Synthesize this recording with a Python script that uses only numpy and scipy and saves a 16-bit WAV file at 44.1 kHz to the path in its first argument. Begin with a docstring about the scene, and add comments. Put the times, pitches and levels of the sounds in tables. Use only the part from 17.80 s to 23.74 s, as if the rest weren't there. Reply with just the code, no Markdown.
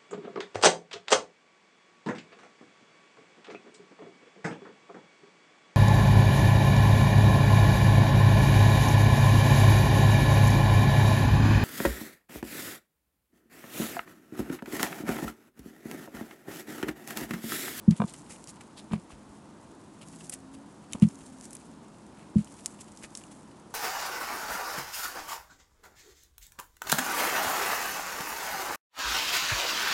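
"""A razor blade takes four slices off a hand-held bar of dry soap, close to the microphone in a quiet room.
The edge hisses through the soap in fine grains; each slice splits with sharp cracks and crumbles away.
Now and then a hand or a falling piece bumps the work surface, which answers with a dull thud.
Behind it lie steady room tone and a few faint, far-off hums. Mono."""
import sys
import numpy as np
from scipy import signal
from scipy.fft import rfft, irfft
from scipy.io import wavfile

SR = 44100
rng = np.random.default_rng(int(sys.argv[2]) if len(sys.argv) > 2 else 0)


def file_out(sig):
    """Save sig as 16-bit WAV at sys.argv[1]."""
    # one column per channel
    cols = np.atleast_2d(sig).T
    # limit, then scale
    lim = np.clip(cols, -1, 1)
    pcm = np.round(lim * 32767).astype(np.int16)
    wavfile.write(sys.argv[1], SR, pcm)


N = 261954
TIME = np.arange(N) / SR


# spectrum of the soap's fine fractures, close up: f/Hz, relative level/dB
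GRAIN_SPECTRUM = [(1000, -55), (2000, -7), (4000, -8), (5500, -2.5), (7200, 2.5), (9800, 2), (11000, -2),
                  (12500, -13.5)]
def shaving(stutter_db=3.5):
    """The edge breaks a stream of fine grains and a few coarser ones, unevenly as it sticks and slips."""
    hiss = undb(-4) * grains(per_s=4500, spread_db=3.5)
    crackle = undb(-7.5) * grains(per_s=120, spread_db=3.8)
    return colour(hiss + crackle, GRAIN_SPECTRUM) * effort() * undb(stutter_db * walk(per_s=36))


# one stroke of the blade per slice: start t/s, length/s, hiss level before easing/dB
STROKES = [(0.107, 0.64, -62), (2.192, .34, -59.5), (3.12, 0.7, -62.5), (4.58, 1, -60)]
def effort(bite_s=0.13, ease_db_per_s=9, run_out_s=0.055, handling_db=-70):
    """How hard the edge works, as a gain: it bites in, eases as the slice loosens, and runs out."""
    gain = undb(handling_db)  # between strokes, fingers and blade still brush the soap
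    for start_s, length_s, db in STROKES:
        t = np.maximum(TIME - start_s, 0)
        bite = np.minimum(t / bite_s, 1)
        run_out = np.exp(-np.maximum(t - length_s, 0) / run_out_s)
        gain = gain + undb(db - ease_db_per_s * t) * bite * run_out
    return gain


# the loud splits: t/s, peak level/dB, centre f/Hz, crumb level against the snap/dB
SPLITS = [(0.1097, -30, 5170, 5), (0.3383, -33, 8340, -7), (0.6412, -30, 7050, -20),
          (.6739, -30.5, 6360, -20), (2.4968, -20.5, 9040, 15), (2.5388, -21, 9400, -16),
          (3.1252, -26, 7600, -26), (3.1994, -31, 7000, -31), (3.2875, -33, 6960, -17),
          (3.4645, -36.5, 6970, -16), (3.6113, -28, 6700, -36), (3.6546, -29, 7900, -19),
          (3.7078, -29.5, 8050, -25), (3.7313, -30, 7900, -16), (3.752, -28.5, 9400, -4),
          (3.7686, -29, 6850, -30), (4.646, -31.5, 7500, -21), (4.86, -8, 7200, -50),
          (4.8641, -21, 7630, -19), (5.1736, -32.5, 6350, -18), (5.3522, -19, 5800, -18.5),
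          (5.3737, -23.5, 7600, -17)]
def cracks(creak_s=0.00066, crumb_s=0.0028, width_hz=4700, body_share=0.23):
    """A split creaks for an instant, snaps in the slice's broad resonance and trails a spray of crumbs."""
    out, lead = np.zeros(N), SR // 200
    t = np.arange(-lead, SR // 40) / SR
    spray = np.exp(-np.abs(t) / np.where(t < 0, creak_s, crumb_s))
    lesser_splits = [(s, db + 17, 7300, -16) for s, db in by_chance(spread_db=6, count=60)]
    for s, db, hz, crumbs_db in SPLITS + lesser_splits:
        force = undb(crumbs_db) * rng.standard_normal(len(t)) * spray
        force[lead] = 1  # the instant of the snap
        bright = resonate(resonate(force, hz, width_hz), hz, 2 * width_hz)
        snap = bright + body_share * resonate(force, hz=3000, width_hz=3830)
        add(out, s + t[0], undb(db) * snap / np.abs(snap).max())
    return out


# spectrum of soap rubbing on steel: f/Hz, relative level/dB
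RUB_SPECTRUM = [(600, 12.5), (1400, 1.5), (2400, -4), (3600, -7), (5000, -2.5), (8000, -26)]
# the slice slides along the blade: peak t/s, length/s, crumble level/dB, rub level/dB, resonance f/Hz
SLICE_SCUFFS = [(.086, 0.03, -63, -55.5, 2420), (0.172, 0.023, -51.5, -54, 3120),
                (0.289, 0.028, -50, -55.5, 3520), (0.514, 0.034, -48, -51.5, 2500),
                (0.691, 0.021, -46.5, -60, 4300), (0.811, 0.012, -54, -52, 2430),
                (.984, 0.025, -52.5, -47.5, 3640), (1.132, 0.033, -59, -46.5, 2450),
                (1.313, 0.031, -59, -55.5, 2670), (2.221, 0.013, -52, -49, 2910),
                (2.399, 0.025, -56.5, -60.5, 3300), (2.532, 0.022, -41.5, -52.5, 2290),
                (2.744, 0.015, -57, -59, 3070), (3.132, 0.05, -58, -56.5, 2730),
                (3.227, 0.021, -49, -43.5, 2690), (3.645, 0.029, -52, -71, 4200),
                (4.388, 0.12, -73, -63.5, 2500), (4.585, 0.038, -55.5, -56.5, 2950),
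                (5.01, 0.012, -45.5, -58.5, 2900), (5.238, 0.022, -47, -46.5, 2500),
                (5.376, 0.031, -50.5, -68, 4200), (5.518, 0.014, -52.5, -56, 2840)]
def scuffs(broad_share=0.49, stutter_db=2, skew=0.23):
    """Short stuttering swells of grains: bright crumbling, and a rub that rings the loose slice."""
    out, t = np.zeros(N), np.arange(-SR // 8, SR // 8) / SR
    crumbs = colour(grains(per_s=3300, spread_db=3.4), GRAIN_SPECTRUM)
    friction = colour(grains(per_s=3000, spread_db=5.5), RUB_SPECTRUM)
    friction *= undb(stutter_db * walk(per_s=110))
    lesser_scuffs = [(s, 0.012, db - 2, db, 2900) for s, db in by_chance(spread_db=6, count=60)]
    for s, length_s, crumble_db, rub_db, hz in SLICE_SCUFFS + lesser_scuffs:
        part = rng.integers(N - len(t)) + np.arange(len(t))
        ringing = unit(resonate(friction[part], hz, width_hz=1000))
        rub = unit(ringing + broad_share * friction[part])
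        envelope = swell(t, length_s * np.exp(skew * np.sign(t)))  # catches fast, lets go more slowly
        add(out, s + t[0], envelope * (undb(crumble_db) * crumbs[part] + undb(rub_db) * rub))
    return out


# modes of the blade: f/Hz, relative level/dB, t60/s
BLADE_MODES = [(2380, 0.5, 0.0067), (2790, 1.5, 0.011), (4000, -5, 0.01), (6830, 7, 0.0028),
               (7670, 8, 0.0031), (10600, 0.5, 0.012)]
# the blade catches an edge: t/s, peak level/dB
BLADE_CATCHES = [(.8098, -39.5), (1.1338, -35), (3.1332, -18), (3.2235, -26.5), (5.438, -38)]
def blade_ticks():
    """The blade catches and rings for an instant, damped by the fingers."""
    return strikes(BLADE_CATCHES, BLADE_MODES, grit=0.11, grit_s=0.0011, detune=0.044)


# modes rung by a landing piece: f/Hz, relative level/dB, t60/s
LANDING_MODES = [(383, -13.5, 0.089), (490, -3.5, 0.034), (697, -3.5, 0.031), (966, 0.5, 0.021),
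                 (1201, -0.5, 0.014), (1570, -9, 0.015), (2370, -17.5, 0.026), (2810, -25.5, 0.029),
                 (3540, -16.5, 0.0085)]
# pieces of soap land: t/s, peak level/dB
LANDINGS = [(.2012, -20.5), (.218, -16.5), (.2385, -28), (1.1115, -34), (1.1335, -23.5), (1.1775, -43),
            (1.303, -39.5), (3.1508, -32), (3.2195, -38)]
def knocks():
    """Hard pieces of soap come down with a short, gritty knock."""
    return strikes(LANDINGS, LANDING_MODES, grit=0.037, grit_s=0.0069, detune=0)


# modes of the work surface: f/Hz, relative level/dB, t60/s
SURFACE_MODES = [(51, -59, 0.16), (75, -27, 0.23), (123, -11, 0.2), (166.7, -8, 0.24), (209.7, -1.35, 0.21),
                 (338, -27.5, 0.14), (520, -28.5, 0.052)]
# bumps on it: t/s, level/dB, build time/s, time to stop the ring/s, second swell against the bump/dB
BUMPS = [(0.0775, -5.5, 0.003, 0.068, 4), (0.1921, -12, 0.013, 0.038, -22),
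         (0.236, -21, 0.0016, 0.021, -13), (1.1097, -28, 0.0022, 0.016, -20),
         (1.1277, -19, 0.0016, 0.071, -3), (3.148, -25.5, 0.00093, 0.011, -30),
         (3.2200, -5.5, 0.0037, 0.066, -5), (4.5571, -10.5, 0.0013, 0.062, -25)]
def thuds(swell_lag_s=0.0122):
    """Soft pushes swell the low modes of the work surface; the resting hand soon stops them."""
    out, t = np.zeros(N), TIME[:SR // 5]
    surface = ring(SURFACE_MODES, t)

    def surface_swell(build_s, stop_s):
        """The surface's ring builds up and is cut short."""
        build = 1 - np.exp(-(t / build_s) ** 2)
        stop = np.exp(-(t / stop_s) ** 6)
        return surface * build * stop

    for s, db, build_s, stop_s, swell_db in BUMPS:
        add(out, s, undb(db) * surface_swell(build_s, stop_s))
        # a slower second swell fills out the thud
        add(out, s + swell_lag_s, undb(db + swell_db) * surface_swell(build_s=0.044, stop_s=0.047))
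    return out


# the heavy sway of hand and bar: f/Hz, relative level/dB, t60/s
SWAY_MODES = [(48, -3, .1), (92, -1, 0.049)]
# the bar shifts in the hand: t/s, level/dB
BAR_SHIFTS = [(1.128, -31), (1.329, -40), (1.495, -44), (4.56, -25)]
def bar_shifts():
    """The held bar shifts and sways with a deep, soft bump."""
    out = np.zeros(N)
    for s, db in BAR_SHIFTS:
        add(out, s, undb(db) * ring(SWAY_MODES, TIME[:SR // 5]))
    return out


# spectrum of the quiet room: f/Hz, relative level/dB
ROOM_SPECTRUM = [(15, -71), (25, -24), (52, -9.5), (104, -5.5), (149, -2), (183, -8), (208, -2), (291, 0.5),
                 (463, -10), (737, -10.5), (817, -11.5), (883, -8.5), (2240, -26), (9510, -31.5),
                 (12000, -39.5), (15600, -81), (22000, -120)]
# low resonances in its noise: f/Hz, width/Hz, rms level/dB
ROOM_RESONANCES = [(168.4, 13, -63.5), (210.3, 17, -58.5)]
def room_tone(air_db=-52, waver_db=0.18):
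    """Steady room noise, with a faint wavering drone from its low resonances."""
    air = colour(rng.standard_normal(N), ROOM_SPECTRUM) * undb(air_db + waver_db * walk(per_s=2.4))
    drone = np.zeros(N)
    for hz, width_hz, db in ROOM_RESONANCES:
        band = resonate(rng.standard_normal(N), hz, 2 * width_hz)
        drone += undb(db) * unit(resonate(band, hz, 2 * width_hz))
    return air + drone


# hums far from the microphone: middle t/s, length/s, f/Hz, glide/(Hz/s), rms level at the middle/dB
FAR_HUMS = [(2.385, 0.29, 168, 4.5, -54.5), (2.7, 0.23, 271.2, 65.5, -50), (3.418, 0.56, 269.5, -70, -53.5)]
def far_hums(waver_hz=3):
    """Weak, unsteady tones swell, glide and fade behind the room tone."""
    out = np.zeros(N)
    for s, length_s, hz, glide_hz_per_s, db in FAR_HUMS:
        pitch = hz + glide_hz_per_s * (TIME - s) + waver_hz * walk(per_s=12)
        tone = np.sqrt(2) * np.sin(2 * np.pi * np.cumsum(pitch) / SR)
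        out += undb(db) * tone * swell(TIME - s, length_s)
    return out


def strikes(hits, modes, grit, grit_s, detune):
    """Hard contacts: a blow and a moment of grit ring the modes."""
    out, t = np.zeros(N), TIME[:SR // 10]
    for s, db in hits:
        force = grit * rng.standard_normal(len(t)) * np.exp(-t / grit_s)
        force[0] += 1
        hit = signal.fftconvolve(force, ring(modes, t, detune))[:len(t)]
        add(out, s, undb(db) * hit / np.abs(hit).max())
    return out


def ring(modes, t, detune=0):
    """Decaying modes, neighbours in opposite phase; detune shifts them at random for each contact."""
    out = 0
    for k, (hz, db, t60) in enumerate(modes):
        shifted_hz = hz * (1 + detune * rng.standard_normal())
        decay = np.exp(-np.log(1000) * t / t60)
        out = out + (-1) ** k * undb(db) * np.sin(2 * np.pi * shifted_hz * t) * decay
    return out


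def grains(per_s, spread_db):
    """Tiny fractures at random moments: many weak ones, a few strong."""
    size = undb(spread_db * np.minimum(rng.exponential(size=N), 4))
    breaks = rng.random(N) < per_s / SR
    return unit(breaks * size * rng.choice([-1, 1], N))


def by_chance(spread_db, count):
    """Small scattered events, about as strong as the effort at their moment: t/s, level/dB."""
    place, strength = rng.random((count, 2)).T
    s = (np.arange(count) + place) * TIME[-1] / count
    effort_db = 20 * np.log10(np.interp(s, TIME, effort()))
    return zip(s, effort_db + spread_db * (2 * strength - 1))


def walk(per_s):
    """Slow random wander with a spread near 1."""
    steps = rng.standard_normal(1024)
    return np.interp(TIME * per_s, np.arange(len(steps)), steps)


def swell(t, length_s):
    """A smooth rise and fall around t = 0."""
    return np.exp(-2 * (t / length_s) ** 2)


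def colour(x, spectrum):
    """Filter by a spectrum of (f/Hz, level/dB) points; rms 1."""
    hz, db = np.transpose(spectrum)
    f = np.maximum(np.fft.rfftfreq(len(x), 1 / SR), 1)
    gain = undb(np.interp(np.log(f), np.log(hz), db))
    return unit(irfft(rfft(x) * gain, len(x)))


def resonate(x, hz, width_hz):
    """Two-pole band-pass."""
    return signal.lfilter(*signal.iirpeak(hz, hz / width_hz, fs=SR), x)


def undb(db):
    """Decibels to gain."""
    return 10 ** (np.asarray(db) / 20)


def unit(x):
    """Scale to rms 1."""
    return x / np.sqrt(np.mean(x ** 2))


def add(out, s, x):
    """Mix x into out from time s."""
    i = max(int(round(s * SR)), 0)
    out[i:i + len(x)] += x[:len(out) - i]


def scene():
    """One microphone: blade, soap and work surface close and dry, the room behind them."""
    close = knocks() + blade_ticks() + cracks() + shaving() + scuffs() + thuds() + bar_shifts()
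    return (close + room_tone() + far_hums())[None]


def record(dry, roll_off_hz=10900, cut_hz=12100):
    """The recorder rolls off the top and then cuts it steeply, without smearing the snaps."""
    f = np.fft.rfftfreq(N, 1 / SR)
    roll_off = 1 / np.sqrt(1 + (f / roll_off_hz) ** 26)
    cut = 1 / (1 + (f / cut_hz) ** 90)
    return irfft(rfft(dry) * roll_off * cut, N)


dry = scene()
out = record(dry)
file_out(out)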